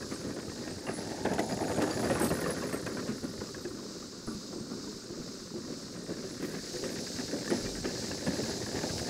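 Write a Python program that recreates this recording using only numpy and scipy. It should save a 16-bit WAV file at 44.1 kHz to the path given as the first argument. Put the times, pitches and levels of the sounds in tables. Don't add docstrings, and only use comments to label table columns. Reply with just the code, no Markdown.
import sys
import numpy as np
from scipy import signal
from scipy.fft import rfft, irfft, next_fast_len
from scipy.io import wavfile
from scipy.ndimage import uniform_filter1d

SR = 44100
rng = np.random.default_rng(int(sys.argv[2]) if len(sys.argv) > 2 else 0)


def output_pcm(signal):
    pcm = np.clip(np.atleast_2d(signal).T, -1, 1) * 32767
    wavfile.write(sys.argv[1], SR, np.round(pcm).astype(np.int16))


N = 400869
TIME_S = np.arange(N) / SR

# freq_hz, width_hz, gain_db
WAGON_MODES = [(89.3, 11, -12.5), (120, 14, -6), (175.8, 25, 2), (215, 15.7, 2), (251.2, 22, 4),
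               (296, 26, 3), (351.5, 43, 3), (401.9, 17.4, 2), (489.6, 58, 0), (583.4, 100, 1),
               (692, 230, 1), (872, 41, -4.5), (1023, 116, 9.5), (1203, 31, 8), (1403, 73, 9.5),
               (1570, 110, 8.5), (1796, 32, 6.5), (1980, 260, 5), (2290, 22, -2), (2650, 170, -0.5),
               (3470, 1100, 0.5)]
# low_hz, high_hz
REGISTERS = [(65, 600), (600, 950), (950, 1480), (1480, 3600)]
# time_s, level_db
PASSING = [(0.0, -38), (0.66, -40), (1.39, -37), (2.25, -33), (2.81, -37.5), (3.27, -39.5), (3.97, -43.5),
           (5.49, -43.5), (6.38, -40), (6.71, -37.5), (8.02, -38.5), (9.09, -36.5)]
# time_s, clack_over_knock_db, open_side_db
FACING = [(0, -3, -5), (.7, 5, 3), (1.35, 6, 9), (2.3, 1, -4), (3.3, -1.5, -4), (4.3, -11.5, 2), (6, 0, -3),
          (6.8, 8.5, -4.5), (9.09, 7, 3.5)]
# time_s, level_db
TREAD = [(0.0, -50.5), (0.88, -53), (2.3, -42), (2.51, -48), (4.03, -61), (6.4, -59), (9.09, -44)]
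# freq_hz, width_hz, gain_db, nearness_db_per_db
METAL_MODES = [(8380, 45, -5, 1.0), (10090, 30, -9.5, 1.9), (10260, 70, -11.5, 2.9),
               (12010, 32, -15.5, 2.0), (14020, 45, -14.5, 2.6)]
# start_s, over_shiver_db
SHAKES = [(0.11, 7), (1.993, 5), (2.096, -1), (2.199, 12), (2.235, -3), (2.505, 10), (2.725, 8),
          (2.862, -14), (4.268, 15), (7.5, 8)]
# start_s, length_s, added_gain_db
DRIVING_AWAY = [(2.15, 1.55, 1.5)]
# freq_hz, density_db
INSECT_SPECTRUM = [(2900, -10.5), (3350, -11), (3700, -1.5), (4300, 3.5), (5100, 6), (5700, 2), (6600, 1),
                   (8000, -5), (9000, -17), (15700, -23)]
# freq_hz, density_db
WIND_SPECTRUM = [(15, -6), (48, 10), (90, -21), (200, -10), (600, -20), (2000, -82)]
# freq_hz, density_db
YARD_SPECTRUM = [(30, -23), (200, 20.5), (700, 2), (1500, 13.5), (3000, -17), (15000, -50)]
# start_s, length_s, level_db
GUSTS = [(7.61, 0.23, -48)]
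# start_s, level_db, pitch_hz
CLACKS = [(0.023, -30, 1650), (0.16, -34, 1570), (0.322, -38, 1560), (0.481, -35, 1250), (0.868, -25, 1810),
          (0.887, -26, 1730), (1.392, -22.5, 1980), (2.199, -25, 975), (2.44, -25.5, 1800),
          (2.461, -21.5, 1183), (2.622, -26, 1670), (2.727, -25, 1750), (2.867, -24.5, 1595),
          (2.97, -28, 1540), (3.545, -29.5, 1660), (3.651, -32, 1670), (4.026, -33.5, 1220),
          (4.874, -34, 980), (6.137, -38, 1740), (6.838, -26, 1830), (7.477, -24, 1750), (7.511, -24, 1940),
          (7.854, -26.5, 1890), (7.895, -33, 1580), (8.113, -27, 1720), (8.272, -24, 1700),
          (8.435, -28, 1640), (8.663, -29.5, 1670)]
# pitch_ratio, gain_db
BAR_MODES = [(.67, -7), (1, 0), (1.54, -10)]
# start_s, boom_db, clatter_db
JOLTS = [(0.113, -26.5, -38), (0.245, -26.5, -50), (0.364, -27, -41.5), (0.677, -34, -36.5),
         (0.878, -22.5, -33.5), (1.251, -18, -30.5), (1.313, -22.5, -36), (1.384, -19.5, -31.5),
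         (1.51, -24.5, -41), (1.606, -21.5, -37), (1.698, -25, -41), (1.779, -20.5, -32), (1.817, -19, -31),
         (1.868, -24.5, -36), (2.026, -21.5, -33.5), (2.101, -18, -29), (2.149, -25.5, -30),
         (2.199, -21, -28), (2.231, -21, -32.5), (2.305, -20, -32.5), (2.46, -30, -35), (2.494, -25.5, -35),
         (2.625, -26.5, -36), (2.729, -22.5, -33.5), (2.864, -26, -36), (2.965, -30, -40),
         (3.082, -27, -38), (3.232, -25.5, -44), (3.409, -25, -36), (4.276, -28.5, -39.5),
         (4.526, -30, -47), (4.712, -27, -45.5), (5.705, -28.5, -48), (6.09, -26, -43), (6.422, -26, -38.5),
         (6.539, -26.5, -36), (6.832, -33, -36.5), (7.189, -24.5, -38), (7.333, -23, -44),
         (7.506, -14.5, -31.5), (7.65, -25, -39.5), (7.845, -22.5, -34.5), (8.268, -20, -34),
         (8.387, -24, -43), (8.489, -26.5, -40), (8.749, -28, -36.5), (8.834, -23, -34.5)]
# start_s, length_s, level_db
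SQUEAKS = [(.87, 0.027, -52), (.925, 0.046, -47)]
# start_s, level_db
SNAPS = [(1.25, -47), (1.334, -43.5), (1.39, -38.5), (1.819, -38.5), (2.243, -38), (2.862, -44)]
# start_s, length_s, level_db
HUB_RUBS = [(1.3, 0.66, -53.5), (2.35, 0.37, -61)]
# start_s, level_db, pitch_hz
CLINKS = [(1.522, -34.5, 4900), (1.910, -31.5, 4670), (1.942, -37, 4570), (1.978, -36, 4640),
          (2.045, -36, 4795), (2.292, -35, 4230)]
# start_s, level_db, pitch_hz
BONGS = [(3.09, -28.5, 212), (3.232, -32, 250), (3.39, -33, 207), (3.648, -32.5, 357), (4.272, -29.5, 222),
         (4.345, -33, 207), (4.562, -35.5, 330), (4.6, -32.5, 226), (4.87, -32, 315), (5.1, -33.5, 363),
         (5.194, -34, 253), (5.538, -31.5, 353), (6.242, -33.5, 375), (6.743, -29.5, 366), (6.83, -29, 387)]
# pitch_ratio, gain_db
BONG_MODES = [(.66, -7), (1, 0), (1.35, -10)]
# start_s, length_s, level_db
BRUSHES = [(6.405, .125, -54), (6.69, .082, -60)]


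def from_db(db):
    return 10 ** (np.asarray(db) / 20)


def rms_one(x):
    return x / np.sqrt(np.mean(x ** 2) + 1e-20)


def evened(x, window_s):
    power = uniform_filter1d(x ** 2, int(window_s * SR))
    return x / np.sqrt(np.maximum(power, 1e-4 * np.mean(x ** 2)))


def drift(rate_hz):
    knots = rng.standard_normal(4000)
    return rms_one(np.interp(TIME_S * rate_hz, np.arange(len(knots)), knots))


def band(x, low_hz, high_hz, order=3):
    sos = signal.butter(order, [low_hz, min(high_hz, .47 * SR)], "band", fs=SR, output="sos")
    return signal.sosfilt(sos, x)


def coloured_noise(spectrum):
    hz, db = np.transpose(spectrum)
    size = next_fast_len(N)
    bins_hz = np.maximum(np.fft.rfftfreq(size, 1 / SR), 1)
    gain = from_db(np.interp(np.log(bins_hz), np.log(hz), db))
    return rms_one(irfft(rfft(rng.standard_normal(size)) * gain, size)[:N])


def curves(rows):
    times_s, *columns = np.transpose(rows)
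    return [np.interp(TIME_S, times_s, column) for column in columns]


def strokes(rows, attack_s, release_s):
    gain = 0
    for start_s, length_s, db in rows:
        rise = np.clip((TIME_S - start_s) / attack_s, 0, 1)
        fall = np.exp(-np.clip((TIME_S - start_s - length_s) / release_s, 0, 20))
        gain += from_db(db) * rise * fall
    return gain


def add(out, start_s, sound):
    i = max(int(start_s * SR), 0)
    out[i:i + len(sound)] += sound[:N - i]


def contacts(per_s, spread_db):
    return (rng.random(N) < per_s / SR) * from_db(spread_db * np.clip(rng.standard_normal(N), -2, 2))


def thinned(clicks, share):
    return clicks * (rng.random(clicks.shape) < share)


def ring(clicks, modes, spot_db=3.0):
    out, hit = np.zeros(clicks.shape), clicks != 0
    for hz, width_hz, db in modes:
        radius, angle = np.exp(-np.pi * width_hz / SR), 2 * np.pi * hz / SR
        mode_rng = np.random.default_rng(rng.integers(2 ** 31))
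        drive = np.full(clicks.shape, 1e-18)
        drive[hit] = clicks[hit] * mode_rng.standard_normal(hit.sum())
        if clicks.ndim > 1:
            drive *= from_db(spot_db * rng.standard_normal((len(clicks), 1)))
        feedback = [1, -2 * radius * np.cos(angle), radius * radius]
        out += from_db(db) * np.sqrt(1 - radius) * signal.lfilter([1, 0, -1], feedback, drive)
    return out


def struck(rows, modes, decay_s, contact_s):
    out, t = np.zeros(N), np.arange(SR // 6) / SR
    for start_s, peak_db, hz in rows:
        tone = sum(from_db(db) * np.sin(2 * np.pi * hz * ratio * t) for ratio, db in modes)
        contact = rng.standard_normal(len(t)) * np.exp(-t / contact_s)
        sound = signal.fftconvolve(tone * np.exp(-t / decay_s), contact)
        add(out, start_s, from_db(peak_db) * sound / np.abs(sound).max())
    return out


def nearness_db(mid_distance_db=-40):
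    return curves(PASSING)[0] - mid_distance_db


def rattle_db():
    near_db, open_side_db = nearness_db(), curves(FACING)[1]
    return -42.5 + .73 * near_db, -59.5 + 1.95 * near_db + open_side_db, -55.5 + 1.54 * near_db


def register_gains(boom, hollow, clatter):
    clack_ratio = from_db(curves(FACING)[0])
    knock = clatter / np.sqrt(1 + clack_ratio ** 2)
    return [boom, hollow, knock, knock * clack_ratio]


def wagon_body(clicks, hard_clicks, detune=.035, width_ratio=.65):
    pairs = [(hz * (1 + side * detune), width_hz * width_ratio, db)
             for hz, width_hz, db in WAGON_MODES for side in (-1, 1)]
    body = []
    for drive, (low_hz, high_hz) in zip((clicks, clicks, hard_clicks, hard_clicks), REGISTERS):
        modes = [mode for mode in pairs if low_hz <= mode[0] < high_hz]
        body.append(band(ring(drive, modes), low_hz, high_hz))
    return body


def over_lawn(tub, low_hz=450, high_hz=680):
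    mid_gain = from_db(1.8 + .57 * nearness_db())
    return tub + (mid_gain - 1) * band(tub, low_hz, high_hz, order=1)


def rolling(lumps_db=0.5, lurch_db=1.5, hard_share=.3):
    clicks = contacts(per_s=340, spread_db=.5) * from_db(lumps_db * drift(rate_hz=60))
    gains = register_gains(*from_db(rattle_db() + lurch_db * drift(rate_hz=9)))
    body = wagon_body(clicks, thinned(clicks, hard_share))
    return sum(gain * evened(rung, window_s=.13) for rung, gain in zip(body, gains))


def ground(trim_db=1, low_hz=70, high_hz=160):
    thuds = band(contacts(per_s=70, spread_db=4.5), low_hz, high_hz)
    return from_db(trim_db + curves(TREAD)[0]) * evened(thuds, window_s=.31)


def grass(mid_distance_db=-60, low_hz=3500, high_hz=8000):
    swish = band(contacts(per_s=4000, spread_db=4), low_hz, high_hz, order=2)
    return from_db(mid_distance_db + 1.83 * nearness_db()) * rms_one(swish)


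def leaves(mid_distance_db=-73, low_hz=7000, high_hz=13600):
    ticks = band(contacts(per_s=300, spread_db=4), low_hz, high_hz, order=2)
    return from_db(mid_distance_db + 1.7 * nearness_db()) * rms_one(ticks)


def jingle(gain_db=-61, shifting_db=3, shake_s=0.044, skirt_hz=350, hidden_above_hz=11000):
    starts_s, lift_db = np.transpose(SHAKES)
    kicks = np.full(N, 1e-18)
    kicks[(starts_s * SR).astype(int)] = from_db(lift_db)
    shaken = 1 + signal.lfilter([1], [1, -np.exp(-1 / (shake_s * SR))], kicks)
    taps = contacts(per_s=260, spread_db=.5)
    near_db, exposed = nearness_db(), strokes(DRIVING_AWAY, attack_s=.2, release_s=.1)
    metal = 0
    for hz, width_hz, db, db_per_db in METAL_MODES:
        rung = rms_one(band(ring(taps, [(hz, width_hz, 0)]), hz - skirt_hz, hz + skirt_hz, order=1))
        gain = from_db(db + db_per_db * near_db + shifting_db * drift(rate_hz=12))
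        metal += rung * gain * (1 + exposed * (hz > hidden_above_hz))
    return from_db(gain_db) * band(shaken * metal, 4600, 11800)


def insects(base_db=-49, swell_hz=2.03, quicken_hz_per_s=.0295, step_at_s=6.37, step_takes_s=.46):
    t = TIME_S - .117
    swell_db = 1.3 * np.cos(2 * np.pi * (swell_hz + quicken_hz_per_s * t / 2) * t)
    since_step_s = np.maximum(TIME_S - step_at_s, 0)
    growth_db = 5 * np.minimum(since_step_s / step_takes_s, 1) + .93 * since_step_s
    rasp_db = .5 * drift(rate_hz=160)
    return from_db(base_db + growth_db + swell_db + rasp_db) * coloured_noise(INSECT_SPECTRUM)


def air(breeze_db=-66, lumps_db=1.5, yard_db=-59):
    strength = from_db(breeze_db) + strokes(GUSTS, attack_s=.027, release_s=.043)
    wind = strength * from_db(lumps_db * drift(rate_hz=14.23)) * coloured_noise(WIND_SPECTRUM)
    return wind + from_db(yard_db) * coloured_noise(YARD_SPECTRUM)


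def steering(trim_db=-6):
    return from_db(trim_db) * struck(CLACKS, BAR_MODES, decay_s=.0046, contact_s=.0034)


def jolts(rebounds_per_s=550, rise_s=.0041, settle_s=.021, tail_s=.11, lead_s=.006, hard_share=.42,
          decays_s=(.11, .12, .11, .15), trim_db=(-3, 0, 1)):
    starts_s, boom_db, clatter_db = np.transpose(JOLTS)
    t = np.arange(SR // 7) / SR
    roll_boom_db, roll_hollow_db, roll_clatter_db = rattle_db()
    balance_db = roll_hollow_db - (roll_boom_db + roll_clatter_db) / 2
    hollow_db = (boom_db + clatter_db) / 2 + np.interp(starts_s, TIME_S, balance_db)
    flurry = (1 - np.exp(-t / rise_s)) * (np.exp(-t / settle_s) + .24 * np.exp(-t / tail_s))
    clicks = (rng.random((len(starts_s), len(t))) < rebounds_per_s / SR) * flurry
    landing = .5 * (np.arange(len(t)) == int(2 * lead_s * SR))
    body = wagon_body(clicks + landing, thinned(clicks, hard_share) + landing)
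    levels_db = (boom_db, hollow_db, clatter_db, clatter_db)
    gains = register_gains(*from_db(trim_db))
    out = 0
    for rung, decay_s, peaks_db, gain in zip(body, decays_s, levels_db, gains):
        track = np.zeros(N)
        for start_s, sound, db in zip(starts_s, rung * np.exp(-t / decay_s), peaks_db):
            add(track, start_s - lead_s, from_db(db) * sound / np.abs(sound).max())
        out += gain * track
    return out


def axle_squeak(pitch_hz=10024, waver_hz=12):
    hz = pitch_hz + waver_hz * drift(rate_hz=69.5)
    return strokes(SQUEAKS, attack_s=.017, release_s=.038) * np.sin(2 * np.pi * np.cumsum(hz) / SR)


def handle_snaps(rise_s=.0055, decay_s=.0043, rebound_s=.011, trim_db=9.5, loss_db=7):
    out, t = np.zeros(N), np.arange(SR // 16) / SR
    envelope = (1 - np.exp(-t / rise_s)) * np.exp(-t / decay_s)
    for start_s, level_db in SNAPS:
        for bounce in range(3):
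            crack = band(rng.standard_normal(len(t)) * envelope, 1700, 8000, order=2)
            delay_s = bounce * rebound_s * (.5 + rng.random())
            peak = from_db(level_db + trim_db - bounce * loss_db)
            add(out, start_s + delay_s, peak * crack / np.abs(crack).max())
    return out


def hub_rub(pitch_hz=6810, width_hz=90):
    rung = ring(contacts(per_s=300, spread_db=1.4), [(pitch_hz, width_hz, 0)])
    return strokes(HUB_RUBS, attack_s=.026, release_s=.061) * rms_one(rung)


def clinks():
    return struck(CLINKS, modes=[(1, 0)], decay_s=.0056, contact_s=.00074)


def tub_bongs():
    return struck(BONGS, BONG_MODES, decay_s=.027, contact_s=.013)


def sleeve(grain_db=3.5, low_hz=1500, high_hz=13000):
    hiss = band(rng.standard_normal(N), low_hz, high_hz, order=1)
    grain = from_db(grain_db * drift(rate_hz=170))
    return strokes(BRUSHES, attack_s=.013, release_s=.031) * rms_one(hiss * grain)


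def scene():
    tub = over_lawn(rolling() + jolts()) + tub_bongs()
    fittings = steering() + handle_snaps() + clinks() + jingle() + hub_rub() + axle_squeak()
    lawn = ground() + grass() + leaves()
    return (tub + fittings + lawn + insects() + sleeve() + air())[None]


def record(dry):
    cutoff_hz = 15700
    return signal.sosfilt(signal.ellip(12, .1, 80, cutoff_hz, fs=SR, output="sos"), dry)


dry = scene()
out = record(dry)
output_pcm(out)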